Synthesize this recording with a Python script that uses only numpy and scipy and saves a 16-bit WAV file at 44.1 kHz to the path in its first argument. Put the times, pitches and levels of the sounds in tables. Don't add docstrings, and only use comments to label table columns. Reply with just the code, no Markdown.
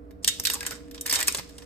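import sys
import numpy as np
from scipy import signal
from scipy.fft import rfft, irfft
from scipy.io import wavfile
from scipy.ndimage import uniform_filter1d

SR = 44100
rng = np.random.default_rng(int(sys.argv[2]) if len(sys.argv) > 2 else 0)


def inscribe(sig):
    pcm = np.round(np.clip(np.atleast_2d(sig).T, -1, 1) * 32767)
    wavfile.write(sys.argv[1], SR, pcm.astype(np.int16))


N = 72765
SIDES = np.array([[1], [-1]])


def undb(db):
    return 10 ** (np.asarray(db) / 20)


def unit(x):
    return x / np.sqrt(np.mean(x ** 2) + 1e-20)


def band(x, lo_hz, hi_hz, order=3):
    edges = [lo_hz, min(hi_hz, SR / 2 - 100)]
    return signal.sosfilt(signal.butter(order, edges, "band", fs=SR, output="sos"), x)


def by_bin(points):
    hz, value = np.array(points, float).T
    return np.interp(np.log(np.linspace(0, SR / 2, N + 1) + 1), np.log(hz + 1), value)


def shape(x, gain):
    return irfft(rfft(np.concatenate([x, x[::-1]])) * gain)[:N]


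def add(out, start_s, x):
    i = max(int(start_s * SR), 0)
    out[i:i + len(x)] += x[:max(N - i, 0)]


def wander(rate_hz):
    k = int(SR / rate_hz)
    steps = np.repeat(rng.standard_normal(N // k + 1), k)
    return unit(uniform_filter1d(uniform_filter1d(steps, k), k)[:N])


# (frequency [Hz], relative density [dB])
AIR_SPECTRUM = [(20, -7), (45, -7), (80, 5.5), (120, -7), (210, -6.5), (275, 3), (345, -14), (425, -3),
                (540, -13), (650, -8), (800, -24.5), (1500, -25.5), (3000, -41.5), (8000, -53),
                (16000, -48)]
# (frequency [Hz], gain [dB])
AIR_ANTIPHASE = [(30, -14), (80, -32), (140, 8), (300, -2.5), (1000, 4), (8000, -4)]
def air_rush(level_db=-52.5):
    mid, side = (unit(shape(rng.standard_normal(N), undb(by_bin(AIR_SPECTRUM)))) for _ in range(2))
    side = shape(side, undb(by_bin(AIR_ANTIPHASE)))
    return undb(level_db - SIDES * 1.6) * (mid + SIDES * side)


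# (frequency [Hz], level [dB], left minus right [dB], phase lead of the left [rad])
HUM_LINES = [(58.9, -55, -4.5, 0.22), (75.2, -56, -4, 0), (177, -60.5, 2, 0.065), (282.9, -59, 4, 0.35),
             (299, -57, -4, 0.67), (475.2, -53, -2.5, 0.77)]
def appliance_hum(waver_db=2.5):
    t, out = np.arange(N) / SR, np.zeros((2, N))
    for hz, db, pan_db, lead in HUM_LINES:
        rms = undb(db + SIDES * pan_db / 2 + waver_db * wander(rate_hz=5.9))
        out += np.sqrt(2) * rms * np.sin(2 * np.pi * (hz * t + rng.random()) + SIDES * lead / 2)
    return out


# (lower edge [Hz], upper edge [Hz], T60 [s], gain [dB])
TAIL_BANDS = [(152, 620, 0.37, -16), (950, 2440, 0.35, -8.5), (2380, 5780, 0.47, -9),
              (6230, 8900, 0.29, -11.5), (11600, 14400, 0.31, -11.5)]
def kitchen(faces, early_decay_s=0.0062, early_db=-8, tail_onset_s=0.0069):
    t, out = np.arange(SR // 2) / SR, []
    for face in faces:
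        early = band(rng.standard_normal(len(t)), 300, 5000, order=1)
        early *= (t > .001) * np.exp(-t / early_decay_s)
        response = undb(early_db) * early / np.linalg.norm(early)
        for lo, hi, t60, db in TAIL_BANDS:
            env = np.minimum(t / tail_onset_s, 1) ** 2 * np.exp(-np.log(1000) * t / t60)
            response += undb(db) * band(rng.standard_normal(len(t)), lo, hi) * env / np.linalg.norm(env)
        out.append(signal.fftconvolve(face, response)[:N])
    return np.array(out)


# (frequency [Hz], phase lag of the right [rad])
PORT_LAG = [(0, 0), (800, 1), (2500, .7), (4300, 1.4), (5500, 3.2), (6400, 5.3), (7600, 6.1), (8900, 6.8),
            (10000, 9), (10750, 9.5), (12000, 12.3), (13000, 12.6), (14300, 13.5), (15200, 15.6),
            (16200, 15.8)]
# (frequency [Hz], left minus right [dB])
PORT_LEVEL_DIFFERENCE = [(500, -4), (1500, -3), (3000, -3), (5000, -3.5), (8000, -1), (14000, 0)]
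# (frequency [Hz], gain [dB])
OBLIQUE_GAIN = [(200, -5), (1000, -5.5), (3000, -5), (6200, -5.5), (7900, -28), (9200, -13), (10500, -31),
                (11500, -5), (13000, -24), (14500, -14), (15300, -26)]
def ports(front, oblique):
    left_gain = undb(by_bin(PORT_LEVEL_DIFFERENCE) / 2)
    right_gain = np.exp(-1j * by_bin(PORT_LAG)) / left_gain
    aside = shape(oblique, undb(by_bin(OBLIQUE_GAIN)))
    return np.array([shape(front + aside, left_gain), shape(front - aside, right_gain)])


def resonances(table, relative_bandwidth):
    out, t = np.zeros(N), np.arange(SR // 4) / SR
    span = 1 + relative_bandwidth / 2
    for start, hz, decay_s, db in table:
        env = np.minimum(10 * t / decay_s, 1) * np.exp(-t / decay_s)
        push = band(rng.standard_normal(len(t)) * env, hz / span, hz * span, order=2)
        add(out, start, unit(push) * np.sqrt(np.mean(env ** 2)) * undb(db))
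    return out


# (time [s], frequency [Hz], decay time [s], level [dB])
HAND_BUMPS = [(.262, 140, 0.027, -44.5), (.38, 98, 0.064, -44.5), (.397, 334, 0.006, -38),
              (.499, 300, 0.0063, -44), (.715, 161, 0.023, -42), (.706, 493, 0.016, -41.5),
              (1.19, 398, 0.1, -46.5), (1.279, 308, 0.013, -35), (1.347, 394, 0.012, -39.5),
              (1.38, 150, .01, -36)]
def bumps():
    return resonances(HAND_BUMPS, relative_bandwidth=0.78)


# (time [s], frequency [Hz], decay time [s], level [dB])
AIR_POCKETS = [(.454, 1650, 0.0074, -33), (.471, 1520, 0.012, -41), (.515, 1540, 0.0057, -34),
               (.535, 1125, 0.0098, -37), (.535, 1450, 0.0063, -46), (.556, 900, 0.027, -44.5),
               (.607, 1585, 0.007, -33), (.631, 1930, 0.0098, -44), (.666, 1565, 0.013, -35),
               (.709, 1420, 0.0056, -33), (.721, 1390, .005, -35), (1.213, 1910, 0.0091, -28.5)]
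def sloshes():
    return resonances(AIR_POCKETS, relative_bandwidth=0.14)


# (time [s], treble level [dB], midrange level [dB])
RUB_LEVELS = [(0.219, -92, -86), (0.231, -46.5, -59.5), (.3, -46, -65), (.42, -55, -63), (0.519, -36, -50),
              (.59, -56.5, -52), (.69, -46.5, -54), (0.756, -45, -49), (.79, -63, -60), (.89, -71, -68),
              (0.962, -75, -72), (1.05, -56, -59.5), (1.061, -54, -44), (1.09, -55, -46.5),
              (1.145, -31, -39), (1.18, -35.5, -37), (1.214, -42, -35), (1.255, -53, -50), (1.31, -45, -59),
              (1.395, -43.5, -42.5), (1.425, -62.5, -65), (1.55, -61, -63.5), (1.65, -58, -60)]
def rubbing(slips_per_s=2000, scatter_db=4):
    t = np.arange(N) / SR
    times, treble_db, middle_db = np.array(RUB_LEVELS).T
    slips = (rng.random(N) < slips_per_s / SR) * rng.standard_normal(N)
    slips *= undb(scatter_db * rng.standard_normal(N))
    treble = unit(band(slips, 4600, 9360, order=2)) * undb(np.interp(t, times, treble_db))
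    middle = unit(band(slips, 515, 2730, order=2)) * undb(np.interp(t, times, middle_db))
    return treble + middle


# (time [s], frequency [Hz], decay time [s], level [dB])
PATCH_PINGS = [(.277, 3070, 0.003, -15.5), (.398, 6000, 0.0024, -21.5), (.452, 4150, 0.014, -25.5),
               (1.098, 5150, .004, -22), (1.112, 4740, 0.0076, -25.5), (1.156, 7860, 0.0028, -22),
               (1.228, 8000, 0.0033, -20), (1.281, 1104, .007, -35), (1.281, 2550, 0.005, -21.5),
               (1.2815, 5000, 0.005, -21)]
def pings():
    return resonances(PATCH_PINGS, relative_bandwidth=0.18)


# (time [s], centre frequency [Hz], peak level [dB])
WALL_POPS = [(.277, 1310, -28.5), (.398, 845, -32.5), (.4998, 1020, -24.5), (.5004, 2280, -14),
             (.63, 700, -32), (.665, 600, -32), (1.2805, 600, -23.5), (1.347, 700, -31)]
def pops(span=2.06):
    out, push = np.zeros(N), signal.unit_impulse(SR // 20)
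    for start, hz, db in WALL_POPS:
        knock = band(push, hz / span, hz * span, order=2)
        add(out, start, undb(db) * knock / np.abs(knock).max())
    return out


# (frequency [Hz], T60 [s], relative level [dB])
BOTTLE_MODES = [(1830, .14, -7), (2218, .12, -8), (2960, .14, 1), (3100, .12, 0), (3290, .1, -5),
                (3732, .2, 4), (4238, .08, -6), (4506, .1, -6), (5355, .08, -5), (6350, .08, -5),
                (6967, .13, -3), (7296, .12, -3), (7698, .11, -4), (8620, .09, -2)]
def ringing(table, gain_db, scatter_db=1, detune=0.0015):
    out, t = np.zeros(N), np.arange(SR // 4) / SR
    hz, t60, mode_db = np.array(BOTTLE_MODES).T[:, :, None]
    env = np.minimum(t / 0.0015, 1) * np.exp(-np.log(1000) * t / t60)
    for start, *_, ring_db in table:
        size, shift = rng.standard_normal((2, len(hz), 1))
        tones = np.sin(2 * np.pi * (hz * (1 + detune * shift) * t + rng.random((len(hz), 1))))
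        gains = undb(ring_db + gain_db + mode_db + scatter_db * size)
        add(out, start, np.sum(gains * env * tones, axis=0))
    return out


# (lower edge [Hz], upper edge [Hz])
CRACK_BANDS = [(200, 1350), (1400, 2500), (2500, 6000), (6000, 10400), (10400, 16200)]
DECAY_RATIOS = [1.28, 1.07, 1.26, 1.144, 1.83]
def cracks(table, peak_ms, swell_ms, band_gains_db, rough_db):
    out, ms = np.zeros(N), np.arange(-8, 55, 1000 / SR)
    for start, *levels, decay_ms, _ in table:
        slips = undb(rough_db * unit(uniform_filter1d(rng.standard_normal(len(ms)), size=24)))
        for (lo, hi), db, gain_db, ratio in zip(CRACK_BANDS, levels, band_gains_db, DECAY_RATIOS):
            rise, fall = (ms - peak_ms) / swell_ms, (peak_ms - ms) / (decay_ms * ratio)
            env = np.exp(np.minimum(rise, fall))
            burst = band(rng.standard_normal(len(ms)) * slips * env, lo, hi, order=4)
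            rms = np.sqrt(np.mean(env ** 2)) * undb(db + gain_db)
            add(out, start + ms[0] / 1000, rms * unit(burst))
    return out


# (time [s], five band levels [dB], base decay [ms], ringing level [dB])
WALL_CRUNCHES = [(0.437, -71, -45, -40, -36, -31, 3.7, -57), (0.5095, -79, -42, -37, -32, -41, 5.3, -80),
                 (0.534, -41, -43, -29, -29, -22.5, 3.1, -58), (0.539, -44, -49, -37, -24, -34, 5.5, -56),
                 (0.552, -28.5, -59, -31, -39, -51, 2.7, -61), (0.718, -48, -38, -36.5, -48, -38, 3.8, -62),
                 (0.944, -44, -50, -42.5, -47, -54, 9.8, -58),
                 (1.0745, -52, -37.5, -34.5, -35, -50, 8.4, -51),
                 (1.0955, -54, -34, -26, -25, -23.5, 2.7, -54), (1.132, -50, -37, -26, -27, -29, 1.8, -49),
                 (1.1425, -42, -30, -28, -26, -29, 4.7, -50), (1.1528, -54, -34, -30, -23, -32, 3.7, -29.5),
                 (1.1865, -50, -36, -30.5, -32, -33, 8.8, -49),
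                 (1.202, -39, -30.5, -26, -25.5, -27, 2.7, -38),
                 (1.21, -60, -29.5, -24.5, -25.5, -36, 3.1, -39),
                 (1.2722, -48, -41, -28, -23, -25, 5.2, -45), (1.3715, -51, -60, -40, -30, -42, 4.3, -60),
                 (1.383, -28.5, -36, -30.5, -38, -39, 6.4, -67),
                 (1.4905, -54, -58, -51.0, -54, -53, 5.6, -57), (1.6205, -43, -53.5, -47, -57, -56, 4, -72)]
def crunches():
    bursts = cracks(WALL_CRUNCHES, peak_ms=2.1, swell_ms=1.8,
                    band_gains_db=[-8.5, 1.3, -2.4, 1, -0.2], rough_db=5)
    return bursts + ringing(WALL_CRUNCHES, gain_db=-8.5)


# (time [s], five band levels [dB], base decay [ms], ringing level [dB])
WALL_SNAPS = [(0.1075, -57, -56.5, -60, -62, -57, 4.3, -72),
              (0.2448, -39.5, -39.5, -20, -19.5, -26, 1.8, -40),
              (0.2759, -37, -27.5, -18.5, -13, -17, 1, -26), (0.2782, -59, -40, -18, -12, -27, 1.9, -28.5),
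              (0.2828, -54, -27, -20.5, -27, -26, 1.9, -50), (0.286, -48, -36.5, -27, -22.5, -35, 4.7, -45),
              (0.3972, -41.5, -40, -34, -26, -25.5, 1.96, -50),
              (0.451, -64, -25.5, -19.5, -21, -23, 1.9, -39), (0.4548, -68, -36, -25.5, -22, -26, 2.9, -51),
              (0.4692, -68, -26, -22, -20, -24, 3.3, -34), (0.4993, -48, -31.5, -23, -25.5, -22, 2.8, -52),
              (0.606, -56, -35.5, -32, -30, -38, 2.5, -62), (0.6288, -44, -32, -37, -36, -39, 1.8, -46.5),
              (0.6495, -44, -36.5, -41, -52, -54, 4.1, -59),
              (0.6638, -46, -34.5, -32, -24.5, -30.5, 5, -45),
              (0.7078, -44, -42, -33, -34.5, -38, 2.9, -49),
              (0.9108, -60, -52.5, -48, -49.5, -44.5, 3.4, -58),
              (0.9775, -47.5, -54, -39, -62, -58, 2.3, -53),
              (1.0095, -62, -75, -45, -28, -32.5, 4.1, -51.5),
              (1.0585, -49, -31.5, -34, -36, -40, 1.9, -52), (1.062, -64, -38, -31, -25.5, -25, 3.3, -63),
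              (1.1093, -59, -33, -28, -25, -33, 3.8, -58), (1.125, -32.5, -25, -28, -18.5, -21.5, 4.6, -46),
              (1.1368, -36.5, -29, -21, -23, -27, 1.8, -36), (1.1565, -55, -30, -22.5, -28, -32, 3.1, -32),
              (1.2265, -65, -31, -25, -34, -24.5, 2.2, -45),
              (1.2802, -34.5, -23.5, -20, -12, -20, 2.5, -37.5),
              (1.3232, -50, -57, -40, -26.5, -38, 2.8, -66),
              (1.3462, -34, -31.5, -25.5, -24.5, -31.5, 3.9, -59),
              (1.581, -57, -52.5, -42.5, -41.5, -51, 3.3, -57)]
def snaps():
    bursts = cracks(WALL_SNAPS, peak_ms=0.98, swell_ms=0.52, band_gains_db=[0, 1, 1, 1, 1], rough_db=1.5)
    return bursts + ringing(WALL_SNAPS, gain_db=-6.0)


def wall():
    return snaps() + crunches() + pings() + rubbing()


def scene():
    contents = sloshes() + bumps()
    front, oblique = wall() + pops(), wall()
    leaked = undb(-1.5) * contents
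    room = kitchen([front + leaked, oblique + leaked])
    direct = ports(front + contents, oblique)
    return undb(-1.5) * (direct + room) + appliance_hum() + air_rush()


# (frequency [Hz], gain [dB])
MIC_RESPONSE = [(1000, 0), (3000, -1), (5500, 3.5), (6200, -1), (8300, 3), (9100, 1), (9800, 3),
                (11000, 0.5), (14400, -0.5), (15200, -7), (16200, -6)]
def record(dry):
    coloured = np.array([shape(x, undb(by_bin(MIC_RESPONSE))) for x in dry])
    low_pass = signal.ellip(8, .1, 50, 16200, fs=SR, output="sos")
    return signal.sosfiltfilt(low_pass, np.tanh(coloured))


dry = scene()
out = record(dry)
inscribe(out)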